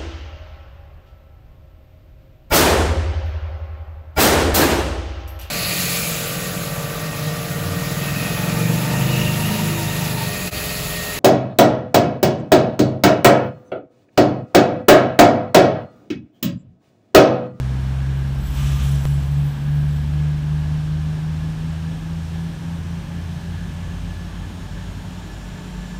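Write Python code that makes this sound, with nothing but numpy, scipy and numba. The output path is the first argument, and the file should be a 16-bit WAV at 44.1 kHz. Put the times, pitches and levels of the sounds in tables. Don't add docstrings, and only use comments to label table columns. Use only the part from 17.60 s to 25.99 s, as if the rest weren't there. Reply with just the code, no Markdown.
import sys
import numpy as np
from scipy import signal
from scipy.fft import rfft, irfft, next_fast_len
from scipy.io import wavfile
from scipy.ndimage import uniform_filter1d
from numba import njit

SR = 44100
rng = np.random.default_rng(int(sys.argv[2]) if len(sys.argv) > 2 else 0)


def decibels_to_gain(level_db):
    exponent = np.asarray(level_db, float) / 20
    return 10 ** exponent


def master(y):
    cut = np.clip(np.atleast_2d(y).T, -1, 1)
    pcm = np.round(cut * 32767)
    wavfile.write(sys.argv[1], SR, pcm.astype(np.int16))


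N = 369999
T = np.arange(N) / SR

# start_s, rear_hz, next_hz
FIRING_RATES = [(0.0, 64.11, 64.05), (0.5, 66.87, 67.33), (0.9, 68.84, 69.87), (1.3, 68.95, 71.35),
                (1.8, 71.01, 72.55), (2.3, 72.9, 73.75), (2.8, 74.63, 76.32), (3.3, 76.48, 79.48),
                (3.8, 78.25, 80.91), (4.3, 80.58, 82.74), (4.8, 82.01, 83.57), (5.3, 83.39, 85.56),
                (5.8, 84.28, 87.43), (6.3, 85.29, 88.82), (6.8, 86.6, 89.52), (7.3, 88.34, 90.06),
                (7.8, 89.59, 90.19), (8.39, 90.65, 90.0)]
# start_s, rear_note_db, rear_octave_db, next_note_db, next_octave_db
EXHAUST_LEVELS = [(0, -28.5, -32, -35.8, -22), (.7, -24.5, -26.5, -32, -31), (1.3, -22.3, -20, -38, -30),
                  (2, -29, -20.7, -36.5, -25.7), (2.7, -26.2, -20.6, -36.5, -34),
                  (3.5, -31.5, -23, -37, -42), (4.3, -34.5, -27.5, -36.5, -39),
                  (5, -35.5, -29.2, -36, -36.5), (5.7, -31.8, -33, -37.5, -40),
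                  (6.4, -32.5, -34.8, -50, -41.5), (7.1, -37.5, -43, -55, -40.5),
                  (7.7, -38.5, -47, -58, -39.5), (8.39, -50, -48, -50, -32)]
# start_s, rear_db, next_db
FIFTH_ORDER = [(0, -50, -60), (2.07, -51, -60), (2.5, -47, -55), (5, -39, -51), (6, -37.5, -43),
               (6.78, -43.5, -49), (7.16, -51, -37), (7.63, -49, -46), (8.38, -40, -41)]
# order_turns, start_level_db, change_db_per_s
WEAK_ORDERS = [(1.51, -53, -0.6), (2.51, -58, -1.5), (3.6, -53, 0.26), (4.456, -57, 0.95),
               (5.59, -51.5, 0.35), (6.56, -36, -3.5), (7.07, -53, -1), (7.29, -55, -1), (8.005, -42, -2.5),
               (9.12, -41, -2), (10.11, -50.5, -1.46), (10.92, -55, -1.65), (12.044, -54.5, -0.83),
               (13.9, -68, 1.44), (19.97, -69.5, 1.43), (29.93, -64, .8)]
CRANK_TURNS = [(.107, .205), (.22, .92)]
# start_s, hum_db, octave_db
HUM_LEVELS = [(0, -49, -45), (1.5, -43, -47), (2.5, -36, -53), (3.3, -41, -39), (5.6, -42, -40.5),
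              (6.4, -32, -39.5), (7.4, -38.5, -39), (7.9, -37.5, -46.5), (8.39, -35, -53)]
# freq_hz, density_db_per_hz
ROAR_COLOUR = [(22, -32), (40, -2.5), (64, -6), (110, -9), (220, -8.5), (290, -12.5), (330, -16),
               (470, -21.5), (850, -20.5), (1400, -25), (2000, -28), (3100, -27.5), (6000, -36),
               (15600, -47.5)]
# centre_hz, width_hz, level_db
CASING_MODES = [(1622, 290, -54), (853, 200, -68), (3140, 680, -62), (3730, 150, -78), (5350, 440, -65)]
# start_s, pitch_hz, level_db
FAN_WHINE = [(0, 1670, -56), (2.2, 1655, -57), (3.3, 1710, -57), (5, 1715, -57), (6, 1720, -56),
             (7, 1720, -56), (8.39, 1728, -55)]
# centre_hz, width_hz, level_db, swell_share
DISC_MODES = [
    (13730, 260, 0, .85),
    (9770, 190, -2, 1),
    (7720, 170, -1.5, 1),
    (11480, 330, -10, 1.2),
]
# start_s, hold_s, level_db
SING_SPELLS = [
    (.19, .02, -72),
    (.58, .17, -68),
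    (.85, 0.3, -54),
    (1.25, 0.22, -52.5),
    (1.71, .2, -61),
    (2.16, 0.19, -63),
    (2.6, .12, -76),
]
# start_s, firing_hz, level_db
LATE_ENGINE = [(.66, 48.5, -50), (.78, 50.5, -31), (.88, 52.5, -25), (1.05, 56, -25), (1.2, 59.5, -28),
               (1.35, 63, -32), (1.5, 65, -42), (1.7, 68, -50)]
# start_s, hold_s, level_db
VENT_PUFFS = [
    (.88, .04, -49),
    (.985, 0.11, -37.5),
    (1.2, 0.04, -38),
]
# freq_hz, density_db_per_hz
VENT_JET = [(200, -22), (400, -6), (700, -7), (1200, -3.5), (2000, -7.5), (3200, -2.5), (4600, -11.5),
            (6000, -9), (9800, -18), (15600, -22)]
# pitch_hz, flutter_hz, level_db
VALVE_TONES = [
    (1195, 4, -47.5),
    (2380, 160, -56),
]
# start_s, hold_s, level_db
VALVE_OPENINGS = [(1.0, .22, 0)]
# start_s, pitch_hz, level_db
NEAR_TURBO = [(2.5, 4300, -76), (4, 5300, -67), (5, 5800, -66), (6, 6300, -65), (7, 6700, -63),
              (7.7, 7050, -60), (8.39, 7200, -59)]
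# start_s, pitch_hz, level_db
FAR_TURBO = [(7.2, 5100, -78), (7.7, 5400, -63), (8.39, 6000, -61)]
# freq_hz, gain_db
PORT_RESPONSE = [(4000, 0), (4900, -1.5), (5600, 0), (9800, 0.5), (10400, -5.5), (11500, -2), (14000, -1),
                 (15600, -7)]
# start_s, step_height, build_up_ms
SKIP_STEP = (1.45417, 0.16, 1.8)

SKIP_S, STEP_HEIGHT, BUILD_UP_MS = SKIP_STEP
LOST_S = .03699
TICK_S = 1 / SR + LOST_S * (np.arange(N) == int(SKIP_S * SR))


def curve(table):
    start_s, *columns = np.transpose(table)
    return [np.interp(T, start_s, column) for column in columns]


def spells(table, rise_db_per_s, fall_db_per_s):
    levels_db = []
    for start_s, hold_s, level_db in table:
        rise_db = rise_db_per_s * np.clip(start_s - T, 0, None)
        fall_db = fall_db_per_s * np.clip(T - start_s - hold_s, 0, None)
        levels_db.append(level_db - rise_db - fall_db)
    return np.max(levels_db, axis=0)


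def tone(hz, db, turns=0):
    phase_turns = np.cumsum(hz * TICK_S) + turns
    return np.sqrt(2) * decibels_to_gain(db) * np.cos(2 * np.pi * phase_turns)


@njit
def svf(x, g, k):
    y, b, l = np.empty(len(x)), 0., 0.
    for i in range(len(x)):
        v = (b + g[i] * (x[i] - l)) / (1 + g[i] * (g[i] + k[i]))
        b, l, y[i] = 2 * v - b, l + 2 * g[i] * v, k[i] * v
    return y


def ring(hz, width_hz):
    hz = hz * np.ones(N)
    g = np.tan(np.pi * hz / SR)
    k = width_hz * np.pi / SR * (1 + g * g) / g
    y = svf(svf(rng.standard_normal(N), g, k), g, k)
    return y / y.std()


def walk(rate_hz):
    hold = int(SR / rate_hz)
    steps = np.repeat(rng.standard_normal(N // hold + 1), hold)
    slewed = uniform_filter1d(uniform_filter1d(steps, hold), hold)
    return 0.98 * slewed[:N]


def bands(colour, count):
    size = next_fast_len(N)
    log_hz = np.log(np.arange(size // 2 + 1) * SR / size + 1)
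    freq_hz, density_db = np.transpose(colour)
    noise = rfft(rng.standard_normal(size)) * decibels_to_gain(np.interp(log_hz, np.log(freq_hz), density_db))
    noise = noise / irfft(noise, size).std()
    centres = np.linspace(np.log(40), np.log(16000), count)
    split = []
    for centre, share in zip(centres, np.eye(count)):
        band = irfft(noise * np.interp(log_hz, centres, share), size)[:N]
        split.append((np.exp(centre), band))
    return split


def engines():
    octave_lag_hz, wander_db = .068, 1.5
    firing_hz = curve(FIRING_RATES)
    levels_db = curve(EXHAUST_LEVELS)
    shaft_hz = firing_hz[0] / 3
    out = 0
    for hz, db in zip(firing_hz, curve(FIFTH_ORDER)):
        out = out + tone(5 / 3 * hz, db)
    for hz, note_db, octave_db, (note, octave) in zip(firing_hz, levels_db[::2], levels_db[1::2], CRANK_TURNS):
        out = out + tone(hz, note_db, note)
        out = out + tone(2 * hz, octave_db, octave - octave_lag_hz * T)
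    for order, db, change in WEAK_ORDERS:
        spread_hz = .04 * order ** 2 + 1.5
        level_db = db + change * T + wander_db * walk(0.757)
        out = out + decibels_to_gain(level_db) * ring(order * shaft_hz, spread_hz)
    return out


def generator():
    hum_hz, twin_hz, twin_width_hz, twin_db = 49.9, 47.6, 2.2, -45.5
    hum_db, octave_db = curve(HUM_LEVELS)
    hum = tone(hum_hz, hum_db) + tone(2 * hum_hz, octave_db)
    return hum + decibels_to_gain(twin_db) * ring(twin_hz, twin_width_hz)


def roar():
    roar_db, leaving_db, leaving_s, gust_db, boost_db_per_s = -37, 2.9, 2.5, 1.3, 0.11
    middle_db = leaving_db * np.exp(-T / leaving_s) - .5
    bass_db = middle_db + gust_db * walk(2.495)
    treble_db = boost_db_per_s * (T - 4)
    out = 0
    for hz, band in bands(ROAR_COLOUR, count=16):
        to_middle = np.clip(np.log2(hz / 200) / 0.21, 0, 1)
        to_treble = np.clip(np.log2(hz / 1500) / 2, 0, 1)
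        swell_db = bass_db + to_middle * (middle_db - bass_db) + to_treble * (treble_db - middle_db)
        out = out + decibels_to_gain(roar_db + swell_db + .8 * walk(7)) * band
    for hz, width_hz, db in CASING_MODES:
        level_db = db + middle_db + 2.0 * walk(7)
        out = out + decibels_to_gain(level_db) * ring(hz * (1 + 0.011 * walk(1)), width_hz)
    return out


def whistle(table, width_hz):
    hz, db = curve(table)
    return decibels_to_gain(db + 2.0 * walk(12)) * ring(hz, width_hz)


def fan():
    return whistle(FAN_WHINE, 38)


def brake_discs():
    top_db, patchy_db = -53, 2.6
    sing_db = spells(SING_SPELLS, rise_db_per_s=170, fall_db_per_s=50)
    sag = 1 - 0.033 * np.clip(T - 1.15, -.25, .25) + 0.024 * np.clip(T - 1.45, 0, .4)
    out = 0
    for hz, width_hz, db, share in DISC_MODES:
        level_db = db + top_db + share * (sing_db - top_db) + patchy_db * walk(16)
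        out = out + decibels_to_gain(level_db) * ring(hz * sag, width_hz)
    return out


def late_engine():
    hz, db = curve(LATE_ENGINE)
    return tone(hz, db) * (T > LATE_ENGINE[0][0]) * (T < LATE_ENGINE[-1][0])


def air_vent():
    vent_db = spells(VENT_PUFFS, rise_db_per_s=150, fall_db_per_s=39)
    open_db = spells(VALVE_OPENINGS, rise_db_per_s=380, fall_db_per_s=380)
    out = 0
    for _, band in bands(VENT_JET, count=6):
        out = out + decibels_to_gain(vent_db + 1.0 * walk(60.4)) * band
    for hz, flutter_hz, db in VALVE_TONES:
        out = out + tone(hz + flutter_hz * walk(40), db + open_db + 1.5 * walk(20))
    return out


def turbos():
    return whistle(NEAR_TURBO, 520) + whistle(FAR_TURBO, 800)


def scene():
    train = engines() + generator() + roar() + fan()
    release = brake_discs() + late_engine() + air_vent()
    return (train + release + turbos())[None, :]


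def roll_off(x):
    return signal.sosfilt(signal.butter(12, 15710, fs=SR, output="sos"), x)


def record(dry):
    size = next_fast_len(N)
    freq_hz, gain_db = np.transpose(PORT_RESPONSE)
    port_gain = decibels_to_gain(np.interp(np.arange(size // 2 + 1) * SR / size, freq_hz, gain_db))
    heard = irfft(rfft(dry, size) * port_gain, size)[:, :N]
    build_up = np.exp(-np.clip(SKIP_S - T, 0, 1) * 1000 / BUILD_UP_MS)
    step = STEP_HEIGHT * (T < SKIP_S) * build_up
    return roll_off(heard + step)


dry = scene()
out = record(dry)
master(out)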